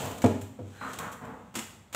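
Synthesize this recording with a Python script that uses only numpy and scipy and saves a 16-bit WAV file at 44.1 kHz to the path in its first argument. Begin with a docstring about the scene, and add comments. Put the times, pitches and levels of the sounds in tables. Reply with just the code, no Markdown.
"""Cling film peels off its roll in four pulls of dense stick-slip and is drawn over a clay dish.
The sheet rustles and squeaks faintly as it tightens, its creases snap and crinkle around the rim,
and the taut film rings like a slack drum. The roll knocks twice on the worktop and booms in the
corner of a small tiled kitchen, which rings over a low hum."""
import sys
import numpy as np
from scipy import signal
from scipy.fft import rfft, irfft, next_fast_len
from scipy.io import wavfile

SR = 44100
rng = np.random.default_rng(int(sys.argv[2]) if len(sys.argv) > 2 else 0)


def wav_record(signal):
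    """Record a signal, one row per channel, as 16-bit PCM in the file named by sys.argv[1]."""
    frames = np.transpose(np.atleast_2d(signal))
    bounded = np.clip(frames, -1, 1)
    # unit amplitude maps onto the largest positive 16-bit level
    quanta = np.round(bounded * 32767).astype(np.int16)
    wavfile.write(sys.argv[1], SR, quanta)


N = 85995


def amp(db):
    """Decibels to gain."""
    return 10 ** (np.asarray(db) / 20)


def unit(x):
    """Scale to rms 1."""
    return x / np.sqrt(np.mean(x ** 2) + 1e-20)


def along(points, hz):
    """Read a curve of (Hz, value) points on a log frequency axis."""
    f, v = np.transpose(points)
    return np.interp(np.log(hz + 1), np.log(f + 1), v)


def since(start):
    """Seconds elapsed after start, zero before."""
    return np.maximum(np.arange(N) / SR - start, 0)


def colour(x, gain):
    """Minimum-phase filter of unit energy, shaped by gain(Hz): nothing rings ahead of an attack."""
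    size = 2 * next_fast_len(N)
    magnitude = np.maximum(unit(gain(np.fft.rfftfreq(size, 1 / SR))), 1e-6)
    cepstrum = irfft(np.log(magnitude))[:size // 2]
    cepstrum[1:] *= 2
    return irfft(rfft(x, size) * np.exp(rfft(cepstrum, size)))[:N]


def shaped(x, points):
    """Colour x with an EQ curve of (Hz, dB) points."""
    return colour(x, lambda f: amp(along(points, f)))


def resonance(f, hz, q):
    """Gain of two like resonances in series."""
    return 1 / (1 + (q * (f / hz - hz / (f + 1))) ** 2)


def crackle(per_s, spread_db):
    """Random tiny impulses of uneven size, rms 1."""
    chance, size, sign = rng.random(N), rng.standard_normal(N), rng.choice([-1, 1], N)
    return unit((chance < per_s / SR) * sign * amp(spread_db * np.clip(size, -2, 2)))


def ring(modes, start, rise_s=0.0011):
    """Damped modes, struck together at start."""
    t = since(start)
    tones = sum(amp(db - 60 * t / t60) * np.sin(2 * np.pi * hz * t) for hz, db, t60 in modes)
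    return tones * (1 - np.exp(-t / rise_s))


def room(x, wet_db):
    """Add the tiled kitchen's reverb, a noise tail that lasts longest in the bass."""
    # Each row: frequency in Hz, seconds to fall 60 dB.
    decay_times = [(100, 1), (300, 0.54), (1000, 0.57), (4000, 0.58), (14000, 0.52)]
    hz, t, noise = signal.stft(rng.standard_normal(SR * 3 // 4), SR, nperseg=256)
    decay = amp(-60 * t / along(decay_times, hz)[:, None])
    tail = signal.istft(noise * decay, SR, nperseg=256)[1]
    return x + amp(wet_db) * signal.fftconvolve(x, tail / np.linalg.norm(tail))[:N]


def room_tone(noise_db=-58, hum_db=-65.5, hum_hz=97):
    """A quiet bed of dark noise with a steady low hum."""
    # Each row: frequency in Hz, relative level in dB.
    noise_eq = [(25, -21), (60, 3.5), (100, 2.5), (150, -4.5), (220, 0.5), (320, -12), (900, -12),
                (2000, -19.5), (5000, -24.5), (15000, -38)]
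    noise = amp(noise_db) * shaped(rng.standard_normal(N), noise_eq)
    return noise + amp(hum_db) * np.sin(2 * np.pi * hum_hz * since(0))


def corner_boom(hz=97.46, rise_s=0.017, t60_s=0.59):
    """Each bump of the roll sets the corner's lowest standing wave swelling and fading."""
    # Each row: start in seconds, level in dB.
    bumps = [(.01, -37), (.248, -25.5), (.602, -35.5)]
    out = np.zeros(N)
    for start, db in bumps:
        t = since(start)
        envelope = amp(db - 60 * t / t60_s) * (1 - np.exp(-t / rise_s))
        out += envelope * np.sin(2 * np.pi * hz * t)
    return out


def roll_knocks(ring_db=-5, thud_db=-1, thud_t60_s=0.071):
    """Each contact of the roll gives a dull thud and rings the worktop; soft ones keep only the lows."""
    # Each row: start in seconds, level in dB, cut-off in Hz (lower for a softer contact).
    contacts = [(0.2406, -15.5, 1170), (0.2477, -17, 580), (0.5893, -38.5, 785), (0.5992, -37, 275),
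                (.617, -33.5, 110)]
    # Worktop and roll. Each row: frequency in Hz, relative level in dB, seconds to fall 60 dB.
    worktop_modes = [(115, -10, 0.19), (218, -17, 0.74), (234, -3, .17), (246.3, -5.5, 0.28),
                     (322, -5, 0.39), (400, -11, 0.52), (451, -2, 0.25), (490, 1, 0.34), (500, -13, 0.27),
                     (687.6, -3, 0.18), (824, -16, 0.23), (980, -22, 0.41), (1290, -13.5, 0.063),
                     (2260, -4, 0.045)]
    # Each row: frequency in Hz, relative level in dB.
    thud_eq = [(40, -42.5), (110, 0.5), (150, -12.5), (220, 2.5), (360, -6), (480, -2.5), (700, -4),
               (1000, -11), (2200, -18), (5000, -15.5), (15000, -48)]
    rings, thuds = np.zeros(N), np.zeros(N)
    for start, db, cutoff_hz in contacts:
        lowpass = lambda f: 1 / np.sqrt(1 + (f / cutoff_hz) ** 3)
        softened = [(hz, level + 20 * np.log10(lowpass(hz)), t60) for hz, level, t60 in worktop_modes]
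        rings += amp(db) * ring(softened, start)
        t = since(start)
        burst = rng.standard_normal(N) * (t > 0) * amp(db + thud_db - 60 * t / thud_t60_s)
        thuds += colour(burst, lambda f: amp(along(thud_eq, f)) * lowpass(f))
    return amp(ring_db) * rings + room(thuds, wet_db=-4)


def film_rustle():
    """The loose sheet crackles finely as it moves, and squeaks faintly as it tightens."""
    # Each row: time in seconds, rustle level in dB.
    movement = [(0, -37), (.21, -56.5), (.3, -57), (.45, -58), (.55, -68.5), (.68, -60), (.8, -54.5),
                (.9, -48), (1.05, -51.5), (1.2, -77), (1.4, -68), (1.54, -70.5), (1.6, -52), (1.68, -58),
                (1.76, -59.5), (1.82, -73), (1.95, -76)]
    # Each row: frequency in Hz, relative level in dB.
    sheet_eq = [(200, 1), (800, 5.5), (1600, -4.5), (2200, -3), (4000, -2.5), (7000, -5.5), (15000, -17.5)]
    # Each row: centre in seconds, half length in seconds, resonance in Hz, its Q, level in dB.
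    squeaks = [(0.78, 0.049, 1550, 4, -54), (0.815, 0.052, 4080, 22, -54.5)]
    t = since(0)
    envelope = amp(np.interp(t, *np.transpose(movement)))
    out = shaped(crackle(per_s=4000, spread_db=4.5) * envelope, sheet_eq)
    for centre, half_length, hz, q, db in squeaks:
        rub = rng.standard_normal(N) * amp(db) * np.exp(-((t - centre) / half_length) ** 2)
        out += colour(rub, lambda f: resonance(f, hz, q))
    return room(out, wet_db=-4.5)


def film_drum():
    """The film, pulled taut over the dish, rings like a slack drum."""
    # Each row: start in seconds, level in dB.
    plucks = [(1.556, -49), (1.568, -34)]
    # Each row: frequency in Hz, relative level in dB, seconds to fall 60 dB.
    membrane_modes = [(132, -12, 0.28), (224, -1, 0.25), (257, -5.5, .15), (324, -3, 0.12),
                      (513, -14, 0.13)]
    return room(sum(amp(db) * ring(membrane_modes, start) for start, db in plucks), wet_db=-14.5)


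def crease_snaps(rise_s=0.00063, wall_delay_s=0.0034, wall_db=-4):
    """A crease gives way in a short avalanche of tiny buckles; the near wall repeats the burst at once."""
    # Each row: start in seconds, level in dB, seconds to fall 20 dB, treble cut in dB per octave.
    snaps = [(0.05, -44, 0.013, 7), (0.055, -33.5, 0.0086, -7.5), (0.11, -38, 0.014, 1.5),
             (.179, -40, 0.015, 0), (0.2182, -33.5, 0.022, 1.5), (0.2419, -26.5, 0.0064, 3),
             (0.26, -27.5, 0.011, 4.5), (0.347, -44, .015, 8), (0.4126, -42, 0.024, -3),
             (0.9322, -32.5, 0.014, 1.5), (0.9865, -31, .014, -0.5), (1.115, -44, 0.022, -5),
             (1.126, -41.5, 0.019, -0.5), (1.25, -50.5, .012, -1), (1.541, -45.5, 0.068, 3),
             (1.5536, -24.5, 0.017, 0.5), (1.57, -36.5, 0.049, 2), (1.588, -30, 0.017, 1),
             (1.926, -40, 0.049, 1), (1.938, -39.5, 0.088, 4), (1.947, -20, .02, 3)]
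    # Each row: frequency in Hz, relative level in dB.
    crease_eq = [(60, -11), (250, -1), (700, 1), (1200, 3), (2000, 1.5), (3500, 2), (7000, 1.5),
                 (15000, -6.5)]
    out = np.zeros(N)
    for start, db, fall_s, tilt_db in snaps:
        burst = lambda t: (1 - np.exp(-t / rise_s)) * amp(db - 20 * t / fall_s)
        echo = amp(wall_db) * burst(since(start + wall_delay_s))
        envelope = np.hypot(burst(since(start)), echo)
        buckles = crackle(per_s=5000, spread_db=4) * envelope
        snap = colour(buckles, lambda f: amp(along(crease_eq, f) - tilt_db * np.log2(1 + f / 1000)))
        out += room(snap, wet_db=-3)
    return out


def film_peel(attack_s=0.0017, slips_per_s=1500):
    """Stick-slip at the roll sounds the stretched sheet, the hollow core and a fine fizz."""
    # Each row: start in seconds, hold in seconds, level in dB, sheet resonance in Hz, its Q,
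    # core and fizz in dB against the sheet, fade in dB per second.
    pulls = [(0.0, 0.048, -41.5, 680, 0.77, 1.5, -4.5, 88),
             (0.809, 0.073, -39.5, 1196, 1.77, -6, -21.5, 200),
             (0.989, 0.058, -40.5, 1120, 1.4, -2.5, -23, 112),
             (1.212, 0.077, -45, 933, 1.34, -2, -22.5, 108)]
    # Each row of both curves: frequency in Hz, relative level in dB.
    core_eq = [(40, -21), (75, -6), (105, -5), (145, -9), (200, 0), (255, -2), (350, -13.5), (480, -4),
               (700, -13), (1500, -27), (4000, -61)]
    fizz_eq = [(300, -16), (1500, -15), (3000, 3.5), (6000, -2), (15000, -4)]
    out = np.zeros(N)
    for start, hold, db, hz, q, core_db, fizz_db, fade_db_per_s in pulls:
        attack = 1 - np.exp(-since(start) / attack_s)
        effort = attack * amp(db - fade_db_per_s * since(start + hold))
        sheet = colour(crackle(slips_per_s, spread_db=3) * effort, lambda f: resonance(f, hz, q))
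        core = shaped(crackle(slips_per_s, spread_db=3) * effort, core_eq)
        fizz = shaped(crackle(per_s=4200, spread_db=9) * effort, fizz_eq)
        out += sheet + amp(core_db) * core + amp(fizz_db) * fizz
    return room(out, wet_db=-2)


def scene():
    """Film and roll over the kitchen's room tone, in mono."""
    action = film_peel() + roll_knocks() + corner_boom() + crease_snaps() + film_drum() + film_rustle()
    return (action + room_tone())[None]


def record(dry):
    """A small microphone with a presence peak and a steep band limit."""
    # Each row: frequency in Hz, gain in dB.
    microphone_eq = [(30, -13.5), (100, 2.5), (3300, -1.5), (4900, -8.5), (6000, -4.5), (7600, 3.5),
                     (9000, -4), (11000, -6), (14500, 0), (16000, -6)]
    top_hz = 15650
    size = 2 * next_fast_len(N)
    hz = np.fft.rfftfreq(size, 1 / SR)
    response = amp(along(microphone_eq, hz)) * (hz < top_hz)
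    return irfft(rfft(dry, size) * response, size)[:, :N]


dry = scene()
out = record(dry)
wav_record(out)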